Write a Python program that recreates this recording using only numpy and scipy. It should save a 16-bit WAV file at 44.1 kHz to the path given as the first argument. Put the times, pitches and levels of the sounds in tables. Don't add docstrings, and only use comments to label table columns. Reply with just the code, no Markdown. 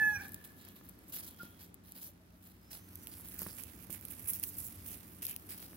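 import sys
import numpy as np
from scipy import signal
from scipy.fft import rfft, irfft, next_fast_len
from scipy.io import wavfile
from scipy.ndimage import uniform_filter1d

SR = 44100
rng = np.random.default_rng(int(sys.argv[2]) if len(sys.argv) > 2 else 0)


def log_audio(samples):
    frames = np.atleast_2d(samples).T
    limited = np.clip(frames, -1, 1)
    pcm = np.round(limited * 32767).astype(np.int16)
    wavfile.write(sys.argv[1], SR, pcm)


N = 254104
TIME = np.arange(N) / SR
TOP_HZ = 15800

# [t/s, pitch/Hz, effort/dB, roughness/0-1, lift of the fundamental/dB]
CALL = [(-.3, 890, -28, .3, 0), (-.05, 885, -28, .1, 3), (0, 873, -30, .03, 1), (.027, 861, -25, 0, -3),
        (.055, 857, -27.5, 0, -1), (.08, 854, -25, 0, -3), (.125, 841, -32.5, 0, 6),
        (.168, 812, -31.5, .16, 1), (.186, 778, -39, .6, 2), (.214, 815, -43, .55, 8),
        (.236, 790, -51, .8, 16), (.256, 800, -48, .7, 8), (.29, 770, -61, .9, 10), (.34, 760, -98, .9, 6)]
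# [f/Hz, level/dB]
THROAT = [(400, -30), (860, -25.7), (1300, -23), (1600, -9), (1730, 0), (2000, -22), (2200, -19),
          (2430, -14), (2520, -29), (2585, -30.5), (3000, -45), (3400, -39), (4300, -45), (5100, -52),
          (5700, -19), (6100, -41), (9000, -42), (13000, -38)]
# [f/Hz, level/dB]
ECHO_COLOUR = [(850, 5), (1700, 0), (2300, 3), (6000, -3)]

# [t/s, time pressed/s, treble level before the swell/dB, body relative to treble/dB]
STEPS = [(0, .17, -79, -25), (.205, 0.049, -54, -7.5), (0.437, 0.016, -49.5, -15.5), (.56, 0.081, -60, -11),
         (.63, 0.087, -66.5, -2.5), (.752, .026, -58, -11), (.83, .06, -59.5, -14),
         (1.079, 0.022, -52, -19), (1.118, 0.083, -43, -13), (1.222, 0.065, -49.5, -13),
         (1.38, 0.098, -61, -4.5), (1.586, 0.063, -55, -11), (1.832, 0.12, -60, -11),
         (1.947, 0.062, -51.5, -13), (2.01, 0.063, -47, -17.5), (2.419, 0.092, -59.5, -13.5),
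         (2.703, 0.067, -47.5, -12.5), (3.11, 0.027, -53.5, -10.5), (3.379, 0.12, -47.5, -11.5),
         (3.573, 0.024, -43, -13), (3.795, 0.049, -51.5, -19.5), (3.898, 0.053, -40, -22),
         (4.101, 0.0079, -37.5, -28), (4.27, 0.031, -33, -28), (4.326, 0.019, -35, -29),
         (4.425, 0.01, -32, -29.5), (4.465, 0.026, -41, -47), (4.565, 0.059, -41, -26.5),
         (4.635, 0.036, -38.5, -35), (4.853, 0.097, -43.5, -20), (5.217, 0.029, -38.5, -16),
         (5.269, 0.049, -43, -16), (5.486, 0.051, -46, -13.5), (5.564, 0.1, -51.5, -12)]
# [t/s, treble level/dB]
STIR = [(0, -52), (.5, -63.5), (1.0, -66.5), (1.5, -59.5), (1.78, -81.5), (2.3, -71.5), (2.7, -67.5),
        (3.1, -52), (3.6, -48), (3.85, -60), (4.2, -47), (4.8, -52.5), (5.15, -57.5), (5.75, -56)]
# [t/s, left minus right level/dB]
FEET_SIDE = [(0.2, -3), (2.4, -2.5), (3.55, -8.5), (3.85, -14.5), (4.3, -7), (5.05, -8), (5.25, -5.5),
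             (5.75, -2.5)]
# [t/s, delay/s]
LEFT_LAG = [(2.8, .00025), (3.7, -.00034)]
# [f/Hz, level/dB]
LEAF_BODY = [(250, 1), (600, 1.5), (1000, 0), (1700, 3.5), (2700, -0.5), (4000, -2.5), (5500, -3.5),
             (7500, -21.5), (10000, -47.5)]
LEAF_CRISP = [(3000, -38), (6500, -13), (8000, -9.5), (9700, -3), (12300, 4.5), (14000, 1.5), (15700, 4.5)]
# [t/s, f/Hz]
CRUNCH_BAND = [(1.4, 3850), (3.4, 4850), (3.6, 2430), (5.27, 2690), (5.48, 4800)]
# [t/s, attack level/dB, body relative to the attack/dB, left minus right level/dB]
SNAPS = [(0.283, -49, -13, -1), (0.292, -50, -18, 5), (0.32, -46.5, -16, 6), (0.3348, -47, -22, 7),
         (0.344, -37, -15, -1), (0.6502, -50, -13, 9), (0.6872, -50, -10, 2), (0.889, -50, -23, 2),
         (0.894, -47, -18, 5), (0.9898, -57, -13, 0), (1.3096, -49, -16, -1), (1.4317, -47.5, -19, -3),
         (1.743, -47, -18, 3), (1.921, -44, -14, -4), (2.956, -40, -19, -6), (3.0713, -40, -9, -8),
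         (3.0802, -48, -18, -12), (3.139, -48, -11, -3), (3.2864, -44.5, -12, -3), (3.3202, -49, -10, -7),
         (3.3884, -44, -17, 1), (3.3922, -35, -14, -13), (3.4185, -34.5, -18, -4), (3.4316, -42, -16, -1),
         (3.6363, -39, -28, -8), (3.9272, -37, -19, -14), (4.0115, -45, -25, -14), (4.0522, -36.5, -18, -9),
         (4.085, -43, -16, -5), (4.1122, -42, -14, -9), (4.3345, -35, -19, -8), (4.398, -36, -30, -9),
         (4.4375, -30.5, -10.5, -15), (5.229, -38.5, -11, 1), (5.252, -33.5, -14, 4),
         (5.2546, -38, -11, -6), (5.2675, -32.5, -13, -1), (5.2965, -39, -12, 4), (5.3124, -43, -15, 6),
         (5.3635, -36.5, -11, 2), (5.506, -42, -16, -1)]
# [lowest f/Hz, highest f/Hz]
STEM_RANGE = (10500, 14500)
# [f/Hz, left minus right level/dB]
PORTS = [(500, 0), (1500, -1), (2600, -5), (3700, 2), (6000, -1), (9500, -3), (12500, 3), (15500, 4.5)]

# [t/s, strength/dB, contact time/s]
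KNOCKS = [(0.812, -66, 0.00012), (1.433, -52.5, 0.001), (3.419, -52.5, 0.00036), (3.465, -52, 0.00014),
          (3.898, -54.5, 0.0007), (5.732, -64.5, 0.000081)]
# [f/Hz, t60/s, level/dB]
CASE = [(203, 0.086, 8.5), (348, 0.025, 11), (565, 0.011, 12), (1100, 0.0046, 19), (1690, 0.012, 6)]
# [t/s, length/s, start f/Hz, end f/Hz, level/dB, flutter/share of pitch]
NOTES = [(1.394, 0.033, 1432, 1383, -43, 0.0023), (1.1, 0.65, 3290, 3260, -72, 0.037),
         (2.078, 0.03, 582, 570, -63.5, .01), (2.195, 0.039, 650, 620, -69, .01),
         (2.321, 0.04, 638, 620, -67.5, .01), (2.583, 0.26, 4950, 5580, -71, 0.018),
         (2.703, 0.23, 5900, 6260, -73, 0.016), (2.892, 0.29, 6170, 5630, -72.5, 0.02)]
# [t of the peak/s, swell/s, fade/s, level/dB]
GUSTS = [(.2, .2, 0.031, -55), (3.3, 0.63, 1, -59.5), (4.9, 0.52, 0.2, -56.5)]
# [f/Hz, relative level per Hz/dB]
YARD = [(25, -22.5), (42, -15), (62, -7), (95, -1.5), (135, -6), (200, -2.5), (300, -3.5), (450, -16),
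        (900, -22.5), (1500, -24), (3000, -31.5), (7000, -36.5), (12500, -37.5), (16000, -45.5)]
# [t/s, level/dB]
RUMBLE = [(0, -51.5), (.6, -58.5), (1.25, -57.5), (2.4, -62), (3.1, -57), (5.76, -56)]
# [f/Hz, level/dB], both wavering around these values
HUM = [(60, -71), (90, -67), (180, -68)]

WAVER_DB, FLICKER_DB, SHUDDER_DB = 3.2, 4, 3.5
TONE_LOSS = 0.19
RASP_DB, NEAR_ECHO_DB, FAR_ECHO_DB = -8, -21, -27.5

STEP_ATTACK_S, STEP_SWELL_DB, STEP_RELEASE_DB_PER_S = 0.007, 3.5, 349
STIR_BODY_DB, STIR_BODY_SLOPE = -40, 0.5
CRUNCH_BAND_DB, CRUNCH_BAND_WIDTH_HZ = -6.5, 1400
CRACK_S, STEM_RING_S = .0004, .0006


def call():
    time = np.arange(CALL[0][0], CALL[-1][0], 1 / SR)
    size, early = len(time), np.sum(time < 0)
    hz, effort_db, rough, lift_db = curves(CALL, time)
    rough = np.clip(rough, 0, 1)

    jitter = (.0008 + .05 * rough) * walk(500, size)
    lurch = (.0012 + .022 * rough) * walk(110, size)
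    phase = 2 * np.pi * np.cumsum(hz * (1 + jitter + lurch)) / SR

    tone = np.zeros(size)
    for k in range(1, 19):
        harmonic = gain_at(k * hz, THROAT) * np.sin(k * phase + rng.uniform(0, 2 * np.pi))
        waver_db = WAVER_DB * (k != 2) * walk(55, size)
        flicker_db = FLICKER_DB * rough * walk(220, size)
        tone += harmonic * undb(lift_db * (k == 1) + waver_db + flicker_db)

    between = np.zeros(size)
    for k in np.arange(1, 8) - .5:
        line = gain_at(k * hz, THROAT) * np.sin(k * phase)
        between += line * undb(WAVER_DB * walk(55, size))
    tone = np.sqrt(2) * (tone + undb(-23 + 27 * rough) * between)

    shudder = undb(SHUDDER_DB * rough * walk(116.2, size))
    pulsed_noise = rng.standard_normal(size) * (1 + np.cos(phase))
    rasp = rough * unit(colour(pulsed_noise, THROAT))
    voice = tone * shudder * (1 - TONE_LOSS * rough) + undb(RASP_DB) * rasp
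    voice = np.pad(voice * undb(effort_db), (0, N - size))

    scattered = colour(voice, ECHO_COLOUR)
    near = echoes(scattered, t60=0.29, delay=0.04)
    far = echoes(scattered, t60=1.45, delay=0.093)
    direct = np.array([np.roll(voice, 3), voice]) * pan(-4)
    heard = direct + undb(NEAR_ECHO_DB) * near + undb(FAR_ECHO_DB) * far
    return np.pad(heard[:, early:], ((0, 0), (0, early)))


def echoes(x, t60, delay):
    t = TIME[:SR]
    decay = np.exp(-np.log(1000) * t / t60)
    tail = rng.standard_normal((2, SR)) * decay * (t > delay)
    tail /= np.sqrt(np.sum(tail ** 2, axis=1, keepdims=True))
    return signal.fftconvolve(x[None], tail, axes=1)[:, :N]


def leaves():
    crisp_gain, body_gain = footfalls()
    side_db, = curves(FEET_SIDE)
    fractures = crackle(rate=3500, spread_db=3.2, ring_s=.0001)
    hiss = .45 * rng.standard_normal((2, N))
    stir = (fractures + hiss) * undb(1.7 * walk(180))
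    stir = unit(recolour(stir, patchy_db=2.1, order=16))

    ticks = crackle(rate=110, spread_db=2.3, ring_s=.00006)
    ticks = ticks / np.hypot(1, crisp_gain / undb(-44))
    crunch = stir + .45 * ticks
    crisp = unit(colour(crunch, LEAF_CRISP))
    body = unit(colour(crunch, LEAF_BODY))
    return (crisp * crisp_gain + body * body_gain + crunch_bands(stir)) * pan(side_db)


def footfalls():
    stir_db, = curves(STIR)
    stir_body_db = STIR_BODY_DB + STIR_BODY_SLOPE * stir_db
    power = undb(np.array([stir_db, stir_body_db])) ** 2
    for s, pressed, db, body_db in STEPS:
        press = pressure(pressed) * undb(db)
        add(power, s, np.array([press, press * undb(body_db)]) ** 2)
    return np.sqrt(power)


def pressure(pressed):
    t = TIME[:SR // 2]
    attack = np.sin(np.pi / 2 * np.minimum(t / STEP_ATTACK_S, 1)) ** 2
    arch = np.sin(np.pi * np.minimum(t / (pressed + 2 * STEP_ATTACK_S), 1) ** .8)
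    swell_db = STEP_SWELL_DB * (arch - 2 / np.pi)
    release_db = STEP_RELEASE_DB_PER_S * np.maximum(t - pressed, 0)
    return attack * undb(swell_db - release_db)


def crackle(rate, spread_db, ring_s):
    count = int(rate * N / SR)
    when, pitch, size, place, lean = rng.random((count, 5)).T[:, :, None]
    size = undb(-spread_db * np.log(np.maximum(size, .02)))
    samples = np.arange(48)
    t = samples / SR
    grains = size * np.exp(-t / ring_s) * np.cos(2 * np.pi * pitch * TOP_HZ * t)

    right = (when * N).astype(int)
    lag_s, = curves(LEFT_LAG)
    lag = np.round(lag_s[right] * SR * (1 + 0.37 * (place - .5)))
    left = np.maximum(right + lag, 0).astype(int)
    ports = []
    for start, share in ((left, .5 + lean), (right, 1.5 - lean)):
        ports.append(np.bincount((start + samples).ravel(), (grains * share).ravel(), N)[:N])
    return unit(np.array(ports))


def recolour(x, patchy_db, order):
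    size = next_fast_len(N)
    spectrum = rfft(x, size)
    place = np.minimum(np.arange(size // 2 + 1) * SR / size / TOP_HZ, 1) * order
    out = 0
    for k in range(order + 1):
        band = irfft(spectrum * np.maximum(1 - abs(place - k), 0), size)[:, :N]
        out = out + band * undb(patchy_db * walk(22))
    return out


def crunch_bands(stir):
    out = np.zeros((2, N))
    for s, pressed, db, body_db in STEPS:
        hz = np.interp(s, *np.transpose(CRUNCH_BAND))
        press = pressure(pressed) * undb(db + body_db + CRUNCH_BAND_DB)
        drive = np.take(stir, int(s * SR) + np.arange(len(press)), axis=1, mode="wrap")
        b, a = signal.iirpeak(hz, hz / CRUNCH_BAND_WIDTH_HZ, fs=SR)
        add(out, s, unit(signal.lfilter(b, a, drive)) * press)
    return out


def snaps():
    out, t = np.zeros((2, N)), TIME[:SR // 30]

    def strike(x, lo_hz, hi_hz):
        x = signal.sosfilt(signal.butter(2, [lo_hz, hi_hz], "band", fs=SR, output="sos"), x)
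        return x / np.sqrt(np.mean(x[t < .0032] ** 2))

    for s, db, body_db, side_db in SNAPS:
        ring = np.sin(2 * np.pi * rng.uniform(*STEM_RANGE) * t) * np.exp(-t / STEM_RING_S)
        decay = np.exp(-t / CRACK_S) + .07 * np.exp(-t / .005)
        crack = rng.choice([-1., 1.], len(t)) * decay
        attack = strike(.5 * ring + crack, 10000, 15500)
        body = undb(body_db) * strike(crack, 2500, 6000)
        left, right = (attack + body) * undb(db) * pan(side_db)
        add(out[0], s + np.interp(s, *np.transpose(LEFT_LAG)), left)
        add(out[1], s, right)
    return out


def knocks():
    out, t = np.zeros(N), TIME[:SR // 10]
    case = np.zeros(len(t))
    for hz, t60, db in CASE:
        case += undb(db) * np.sin(2 * np.pi * hz * t) * np.exp(-np.log(1000) * t / t60)
    for s, db, contact in KNOCKS:
        push = t * np.exp(-4 * t / contact)
        add(out, s, undb(db) * signal.fftconvolve(case, push / push.sum()))
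    return out


def birds():
    out, flutter = np.zeros(N), walk(500)
    for s, length, start_hz, end_hz, db, depth in NOTES:
        u = np.linspace(0, 1, int(length * SR))
        glide = start_hz + (end_hz - start_hz) * u
        hz = glide * (1 + depth * flutter[:len(u)])
        add(out, s, undb(db) * np.sin(np.pi * u) * np.sin(2 * np.pi * np.cumsum(hz) / SR))
    return out + undb(-8.5) * echoes(out, t60=0.4, delay=0.004)


def buffet():
    push = np.zeros(N)
    for s, swell, fade, db in GUSTS:
        push += undb(db) * np.exp(-((TIME - s) / np.where(TIME < s, swell, fade)) ** 2)
    low = colour(rng.standard_normal(N), [(25, -40.5), (55, 6), (100, 9), (170, -13), (600, -26.5)])
    return unit(low) * push


def yard():
    db, = curves(RUMBLE)
    mid, side = colour(rng.standard_normal((2, N)), YARD)
    side = colour(side, [(60, -10.5), (250, -12.0), (700, 2.0), (2000, 1.0)])
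    air = (mid + side * np.array([[1], [-1]])) / np.std(mid) * undb(db - 2.0)
    for hz, line_db in HUM:
        phase = 2 * np.pi * np.cumsum(hz * (1 + .02 * walk(14))) / SR
        air = air + np.sqrt(2) * undb(line_db + 2.2 * walk(13)) * np.sin(phase)
    return air


def undb(db):
    return 10 ** (np.asarray(db) / 20)


def unit(x):
    return x / np.sqrt(np.mean(x ** 2))


def curves(table, time=TIME):
    s, *columns = np.transpose(table)
    return [np.interp(time, s, c) for c in columns]


def gain_at(hz, spectrum):
    f, db = np.transpose(spectrum)
    return undb(np.interp(np.log(np.maximum(hz, 1)), np.log(f), db))


def colour(x, spectrum, power=1):
    length = x.shape[-1]
    size = next_fast_len(length + SR // 10, real=True)
    gain = gain_at(np.arange(size // 2 + 1) * SR / size, spectrum) ** power
    return irfft(rfft(x, size) * gain, size)[..., :length]


def walk(rate, size=N):
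    k = max(int(SR / rate), 1)
    held = np.repeat(rng.standard_normal(size // k + 1), k)
    return unit(uniform_filter1d(held, k)[:size])


def pan(db):
    g = undb(np.array([[.5], [-.5]]) * db)
    return g / np.sqrt(np.mean(g ** 2, axis=0))


def add(track, s, sound):
    i = int(s * SR)
    track[..., i:i + sound.shape[-1]] += sound[..., :N - i]


def scene():
    left, right = leaves() + snaps()
    litter = np.array([colour(left, PORTS, power=1 / 2), colour(right, PORTS, power=-1 / 2)])
    return call() + litter + knocks() + birds() + buffet() + yard()


def record(dry):
    thin = signal.sosfilt(signal.butter(3, 40, "high", fs=SR, output="sos"), dry)
    return signal.sosfilt(signal.ellip(10, .2, 70, TOP_HZ, fs=SR, output="sos"), thin)


dry = scene()
out = record(dry)
log_audio(out)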